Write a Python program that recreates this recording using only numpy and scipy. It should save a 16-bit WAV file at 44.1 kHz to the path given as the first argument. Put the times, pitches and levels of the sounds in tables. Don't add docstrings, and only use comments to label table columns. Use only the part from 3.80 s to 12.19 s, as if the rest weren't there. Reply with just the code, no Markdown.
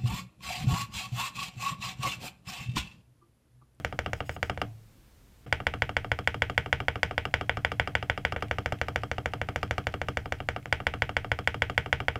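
import sys
import numpy as np
from scipy import signal
from scipy.fft import rfft, irfft, next_fast_len
from scipy.io import wavfile
from scipy.ndimage import uniform_filter1d

SR = 44100
rng = np.random.default_rng(int(sys.argv[2]) if len(sys.argv) > 2 else 0)


def generate_wav(sig):
    pcm = np.round(np.clip(np.atleast_2d(sig).T, -1, 1) * 32767).astype(np.int16)
    wavfile.write(sys.argv[1], SR, pcm)


def gain_from_db(level_db):
    decades = np.asarray(level_db, float) / 20
    return 10 ** decades


N = 369999
TIME = np.arange(N) / SR


def decay(t, t60):
    return np.exp(-np.log(1000) * t / t60)


def colour(x, points):
    hz, db = np.transpose(points)
    samples = x.shape[-1]
    size = next_fast_len(samples)
    bins_hz = np.maximum(np.arange(size // 2 + 1) * SR / size, 1)
    gain = gain_from_db(np.interp(np.log(bins_hz), np.log(hz), db))
    return irfft(rfft(x, size) * gain, size)[..., :samples]


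def unit(x):
    return x / np.sqrt(np.mean(x ** 2, axis=-1, keepdims=True))


def band(x, hz, width_hz):
    return signal.lfilter(*signal.iirpeak(hz, hz / width_hz, fs=SR), x)


def add(track, start_s, sounds):
    for start, sound in zip((np.asarray(start_s) * SR).astype(int), sounds):
        part = sound[max(-start, 0):N - start]
        start = max(start, 0)
        track[start:start + len(part)] += part


def rings(hz, t60, push_s, length_s):
    t = np.arange(int(length_s * SR)) / SR
    push = np.sin(np.pi * np.clip(t[:400] / push_s, 0, 1)) ** 2
    sines = np.sin(2 * np.pi * hz[:, None] * t) * decay(t, t60[:, None])
    return signal.lfilter(push / push.sum(), 1, sines)


# pitch_hz, density_db (per Hz)
AIR = [(10, -46), (22, -3), (50, 1), (115, -3), (170, -8.5), (350, -15), (700, -22), (1400, -25.5),
       (2800, -27.5), (5600, -31), (10000, -33.5), (15000, -33.5), (16200, -49)]


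def still_air():
    return gain_from_db(-57.5) * unit(colour(rng.standard_normal(N), AIR))


# pitch_hz, t60_s, hollow_press_db, foam_press_db, release_db
ROOM = [(212.3, 0.13, -46.5, -42, -40), (297, 0.23, -50, -50, -48.5), (438, 0.093, -36, -44.5, -40.5),
        (680, 0.35, -49, -51, -53.5), (970, 0.056, -29.5, -37.5, -50.5), (1353, 0.11, -41.5, -41, -42.5),
        (1690, .19, -39.5, -44, -57.5), (2120, 0.19, -41.5, -53, -55.5), (2730, 0.21, -43.5, -51, -56.5),
        (3920, 0.036, -78.5, -71, -52.5), (5160, 0.27, -61, -61.5, -69), (7100, 0.11, -63, -66, -71),
        (10300, 0.05, -58, -84, -85)]


def room_bands():
    t = np.arange(int(.3 * SR)) / SR
    start_s, rise_s = 0.006, 0.00043
    edge = 1.17
    noise = []
    for hz, *_ in ROOM:
        sos = signal.butter(2, (hz / edge, hz * edge), "band", fs=SR, output="sos")
        noise.append(signal.sosfilt(sos, rng.standard_normal(len(t))))
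    fall = decay(t, np.array(ROOM)[:, 1:2])
    return unit(np.array(noise)) * fall * np.clip((t - start_s) / rise_s, 0, 1)


# start_s, length_s, level_db, sag_db (over the length)
SLIDES = [
    (0.37, .032, -59, -9),
    (0.46, .1, -57.5, -2),
    (.65, .04, -62, -3),
]
# pitch_hz, width_hz, level_db
SLIDE_MODES = [(2800, 600, 6.5), (5070, 400, 4), (6760, 370, 3), (7900, 320, 2), (9050, 400, -5),
               (13500, 4700, -7)]


def slide():
    flicker = np.repeat(rng.standard_normal(N // 200 + 1), 200)[:N]
    noise = rng.standard_normal(N) * gain_from_db(3.2 * uniform_filter1d(flicker, size=200))
    hiss = unit(sum(gain_from_db(db) * band(noise, hz, width_hz) for hz, width_hz, db in SLIDE_MODES))
    start_s, length_s, level_db, sag_db = np.transpose(SLIDES)[:, :, None]
    outside_s = np.maximum(np.maximum(start_s - TIME, TIME - start_s - length_s), 0)
    held_db = level_db + sag_db * np.clip((TIME - start_s) / length_s, 0, 1)
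    edge_db_per_s = 1400
    return hiss * gain_from_db(held_db - edge_db_per_s * outside_s).sum(axis=0)


LANDINGS_DB = [
    (-65, -65, -65, -48, -49, -65, -44),
    (-65, -65, -65, -49, -51, -65, -45, -65, -46, -59, -48, -51, -53, -43, -47, -49, -49, -49, -52, -53),
    (-65, -41, -50, -40, -53, -50, -65, -51, -56, -47, -43, -62, -54, -65, -65, -44),
]
# pitch_hz, level_db
TAP = [(500, -20), (1200, -4), (2200, 7), (3300, 1), (4200, -18), (8000, -15), (14000, -31)]


def fingertip(passage):
    down_s, _, up_s, _, _ = np.transpose(PASSAGES[passage])
    peak_db = np.array(LANDINGS_DB[passage])
    landing_s = down_s - .028 - .0007 * (-42 - peak_db)
    t = np.arange(1500) / SR
    shape = len(down_s), len(t)
    ticks = unit(colour(rng.standard_normal(shape), TAP)) * (decay(t, .012) + .2 * decay(t, .08))
    out = np.zeros(N)
    add(out, landing_s, gain_from_db(peak_db[:, None] - 6.5) * ticks)
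    lift_ticks = unit(band(rng.standard_normal(shape), 2700, 350)) * decay(t, .025)
    lift_db = (-62 if passage == 1 else -54) + 3.3 * rng.standard_normal((len(up_s), 1))
    add(out, up_s - .016, gain_from_db(lift_db) * lift_ticks)
    return out


# pitch_hz, t60_s, press_swing, release_swing
DESK_MODES = [(28, 1, 0.0038, -0.0014), (64.2, 0.098, 0.034, -0.0033), (81.9, 0.26, -0.022, -0.011),
              (109, 0.12, -0.054, -0.039), (109.95, 0.65, 0.015, 0.012), (139.5, 0.46, 0.0033, 0.0085),
              (163, 0.41, -0.0035, -0.0011), (196, 0.13, -0.0063, 0.0102), (248.8, 0.17, 0.0018, -0.006),
              (290, 0.23, 0.0023, 0.00355)]
# pitch_hz, level_db
ROCKING = [(40, -7), (90, 3), (150, 14.5), (200, 1), (280, -20), (500, -46)]


def desk(swing, thump_db, push_s, rumble_db, scatter_db):
    hz, t60 = np.transpose(DESK_MODES)[:2]
    mode_db = thump_db + scatter_db * rng.standard_normal((len(thump_db), len(hz)))
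    thump = swing * gain_from_db(mode_db) @ rings(hz, t60, push_s, .7)
    t = np.arange(thump.shape[1]) / SR
    rumble = unit(colour(rng.standard_normal(thump.shape), ROCKING))
    rocking = rumble * decay(t, 0.29) * (1 - decay(t, 0.035))
    return thump + gain_from_db(rumble_db + thump_db) * rocking


# pitch_hz, level_db
CRACK = [(2000, -26), (3500, 1.5), (5000, 6), (8000, -10.5), (11000, -7.5), (15000, -13), (17000, -25)]


def rattle(shape, t60):
    t = np.arange(shape[1]) / SR
    return unit(colour(rng.standard_normal(shape), CRACK)) * decay(t, t60)


# pitch_hz, t60_s, swing
WIRE_MODES = [(2160, .16, .0025), (2970, .14, .002), (3090, .12, -.0015), (3200, .16, .0035),
              (3290, .14, -.003), (5110, .11, .001), (5190, .14, -.0013), (5310, .1, .001),
              (7750, .07, .0013), (9350, .06, .0006)]


def wire(shaded):
    hz, t60, swing = np.transpose(WIRE_MODES)
    return swing * shaded(hz) @ rings(hz, t60, .0001, .2)


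# delay_s, level_db
ECHOES = [(.0063, -30.5), (.02, -25.5), (.0302, -33.5)]


def strokes(rows, hz, t60, swing, desk_swing, room_db, room, push_s, desk_lag_s,
            crack_db, crack_t60, wire_db, rumble_db, scatter_db):
    start_s, harder_db, body_db, treble_db, thump_db = np.transpose(rows)[:, :, None]
    start_s = start_s[:, 0]

    def shaded(at_hz):
        db = harder_db + body_db * (at_hz < 1000) + treble_db * (at_hz > 4000)
        return gain_from_db(db + scatter_db * rng.standard_normal(db.shape))

    knock = swing * shaded(hz) @ rings(hz, t60, push_s, 0.14)
    knock = knock + gain_from_db(crack_db + harder_db + treble_db) * rattle(knock.shape, crack_t60)
    out = np.zeros(N)
    for lag_s, db in [(0.00052, 0.074)] + ECHOES:
        add(out, start_s + lag_s, gain_from_db(db) * knock)
    add(out, start_s, gain_from_db(wire_db) * wire(shaded))
    add(out, start_s, gain_from_db(room_db) * shaded(np.array(ROOM)[:, 0]) @ room)
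    add(out, start_s + desk_lag_s, desk(desk_swing, thump_db, push_s, rumble_db, scatter_db))
    return out


# down_s, press_db, up_s, release_db, press_treble_db
FOAM_FIRST = [
    (-.1, -3, -.025, 0, 0),
    (.0473, .1, .1251, -5, 2.5),
    (.1899, 0, .261, 1, 1),
    (.3322, -2.1, .4043, -0.2, 2),
    (.4934, -5.5, .564, -10.5, 1),
    (.6284, 2, .6969, 3.5, 1),
    (.775, -11.5, .8158, 4.5, -1),
]
HOLLOW = [(1.575, -3, 1.645, -1.5, 0), (1.7258, 1, 1.802, -4.4, 0.5), (1.8678, -0.1, 1.9379, 0, 0.5),
          (2.0206, -0.3, 2.0924, -1.5, -2), (2.1668, -.4, 2.245, -3, -1), (2.3166, -1.5, 2.3885, .7, -1.5),
          (2.4741, 0.5, 2.5432, 0, 0), (2.6204, 1, 2.6973, 1.4, -2.5), (2.7779, 1.9, 2.8599, -3, -1),
          (2.9275, 1.5, 3.0025, 0.3, -1), (3.0828, -.3, 3.1564, -0.8, -3), (3.231, 0.8, 3.31, -2, 2),
          (3.379, -2, 3.4528, 2.2, -2), (3.54, 1, 3.6106, 1, -0.5), (3.6944, -.5, 3.7706, 1, -6.5),
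          (3.848, -.5, 3.9173, 1.7, -1.5), (3.9972, 1, 4.0739, 2, -3.5), (4.152, -.9, 4.2262, -0.5, -.5),
          (4.2979, -0.8, 4.3761, .2, -2.5), (4.45, -.8, 4.5224, 1.5, -1)]
FOAM_LAST = [(4.5622, -1, 4.6235, 3.5, -8), (4.7112, 2.2, 4.784, 1.3, -3.5), (4.8592, .5, 4.9223, 3.5, 0),
             (5.014, 2, 5.0836, 1.5, -2), (5.159, 2.5, 5.234, -0.5, -1.5), (5.3144, -1.6, 5.3819, -1.3, 1),
             (5.458, 0.5, 5.5351, 1, -1), (5.6148, -2, 5.6871, 0, -3.5), (5.7593, 0, 5.8298, 3.5, 1),
             (5.9093, 1, 5.9806, 3.5, 0.5), (6.069, 1, 6.14, -0.5, 1), (6.2155, -3, 6.2847, 3.5, -1.5),
             (6.3712, 0.8, 6.4571, -4, -0.5), (6.5224, -0.6, 6.6027, -3.5, 1),
             (6.6874, 1.6, 6.7624, -1.8, -1.5), (6.857, -3, 6.93, 2, 0)]
PASSAGES = FOAM_FIRST, HOLLOW, FOAM_LAST
# pitch_hz, t60_s, hollow_swing, foam_swing (sign: the side that moves first)
PRESS_MODES = [(399, 0.12, -0.0106, -0.0083), (468, 0.081, 0.0334, 0.0278), (598, 0.024, -0.047, -0.0461),
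               (734, 0.021, -0.0937, -0.0748), (857, 0.029, -0.0426, -0.0148), (925, 0.038, -0.022, -0.009),
               (1204, 0.033, -0.0212, -0.0285), (1378, 0.018, -0.0945, -0.0531),
               (1475, 0.038, -0.0697, -0.0274), (1717, 0.12, 0.0075, 0.0037), (1960, 0.015, 0.1763, 0.071),
               (2188, 0.015, 0.2099, 0.0789), (2308, 0.033, 0.0254, 0.0285), (2741, 0.01, 0.1006, 0.07),
               (3281, 0.021, -0.0628, -0.0102), (3502, 0.025, -0.0365, -0.0175),
               (4481, 0.008, 0.0347, 0.024), (4964, 0.02, -0.0273, -0.0044), (5705, 0.014, 0.0152, 0.0035),
               (5919, 0.015, 0.0131, 0.0152), (6840, 0.008, 0.0334, 0.0342), (7709, 0.01, -0.0263, -0.0054),
               (9248, 0.036, -0.0115, -0.0042)]
# pitch_hz, t60_s, swing
RELEASE_MODES = [(393, 0.114, 0.0082), (468, 0.067, -0.0162), (620, 0.032, 0.0227), (721, 0.029, 0.0485),
                 (915, 0.034, -0.018), (1208, 0.026, 0.0461), (1348, 0.11, 0.0022), (1466, 0.063, 0.0042),
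                 (1606, 0.008, -0.0285), (1964, 0.018, -0.0156), (2210, 0.015, -0.0257),
                 (2313, 0.028, -0.0171), (2805, 0.014, -0.0505), (3212, 0.036, 0.0067),
                 (3457, 0.02, -0.0076), (4387, 0.008, -0.0094), (4936, 0.015, -0.0165),
                 (5608, 0.082, 0.0007), (5984, 0.033, -0.0026), (6776, 0.023, 0.0078),
                 (7620, 0.018, -0.0151), (9120, 0.035, -0.0251)]
PRESS_SLOPES = -0.43, 0.43
RELEASE_SLOPES = -.3, 0.67, 0.6
# body_db, thump_db
PRESS_SHADES = [
    (0.1, -1.2),
    (.6, 1),
    (.6, -0.2),
]
# body_db, treble_db, thump_db
RELEASE_SHADES = [
    (0.43, -4.5, 0.6),
    (-0.81, -3.5, -0.41),
    (0.27, -3, 0.66),
]


def spacebar(passage, room_down, room_up):
    down_s, down_db, up_s, up_db, treble_db = np.transpose(PASSAGES[passage])
    body_db, thump_db = np.transpose(np.outer(down_db, PRESS_SLOPES) + PRESS_SHADES[passage])
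    down = np.column_stack([down_s, down_db, body_db, treble_db, thump_db])
    up_shade = np.outer(up_db, RELEASE_SLOPES) + RELEASE_SHADES[passage]
    up_shade[:, 1] += .8 * rng.standard_normal(len(up_s))
    up = np.column_stack([up_s, up_db, up_shade])

    hz, t60, hollow_swing, foam_swing = np.transpose(PRESS_MODES)
    desk_down, desk_up = np.transpose(DESK_MODES)[2:]
    hollow_room_db, foam_room_db, up_room_db = np.transpose(ROOM)[2:]
    if passage == 1:
        swing, room_db, crack_db, wire_db = hollow_swing, hollow_room_db, -37, 0
    else:
        swing, room_db, crack_db, wire_db = foam_swing, foam_room_db, -40, -4
    press = strokes(down, hz, t60, swing, desk_down, room_db, room_down, push_s=0.00016,
                    desk_lag_s=0.0016, crack_db=crack_db, crack_t60=0.018, wire_db=wire_db,
                    rumble_db=-43, scatter_db=0.9)
    release = strokes(up, *np.transpose(RELEASE_MODES), desk_up, up_room_db, room_up, push_s=0.0002,
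                      desk_lag_s=.0047, crack_db=-46.0, crack_t60=0.029, wire_db=-4.9,
                      rumble_db=-48.5, scatter_db=1.74)
    return press + release


CUTS_S = (1.6607, 4.5607, 6.8607)


def scene():
    room_down, room_up = room_bands(), room_bands()
    edges_s = (-1, *CUTS_S)
    fade_in_s, fade_out_s = 0.0046, 0.0065
    out, hush = slide(), still_air()
    for passage, (start_s, end_s) in enumerate(zip(edges_s, edges_s[1:])):
        sound = spacebar(passage, room_down, room_up) + fingertip(passage) + hush
        fade = np.minimum((TIME - start_s) / fade_in_s, (end_s - TIME) / fade_out_s)
        out = out + sound * np.clip(fade, 0, 1)
    again, shift = round(CUTS_S[-1] * SR), round(5.2 * SR)
    return np.concatenate([out[:again], out[again - shift:N - shift]])[None]


def roll_off(x):
    return signal.sosfilt(signal.butter(12, 16580, fs=SR, output="sos"), x)


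def record(dry):
    top = signal.ellip(8, .3, 60, 16200, fs=SR, output="sos")
    rounded = np.tanh(1.093 * dry) / 1.072
    return roll_off(signal.sosfilt(top, rounded))


dry = scene()
out = record(dry)
generate_wav(out)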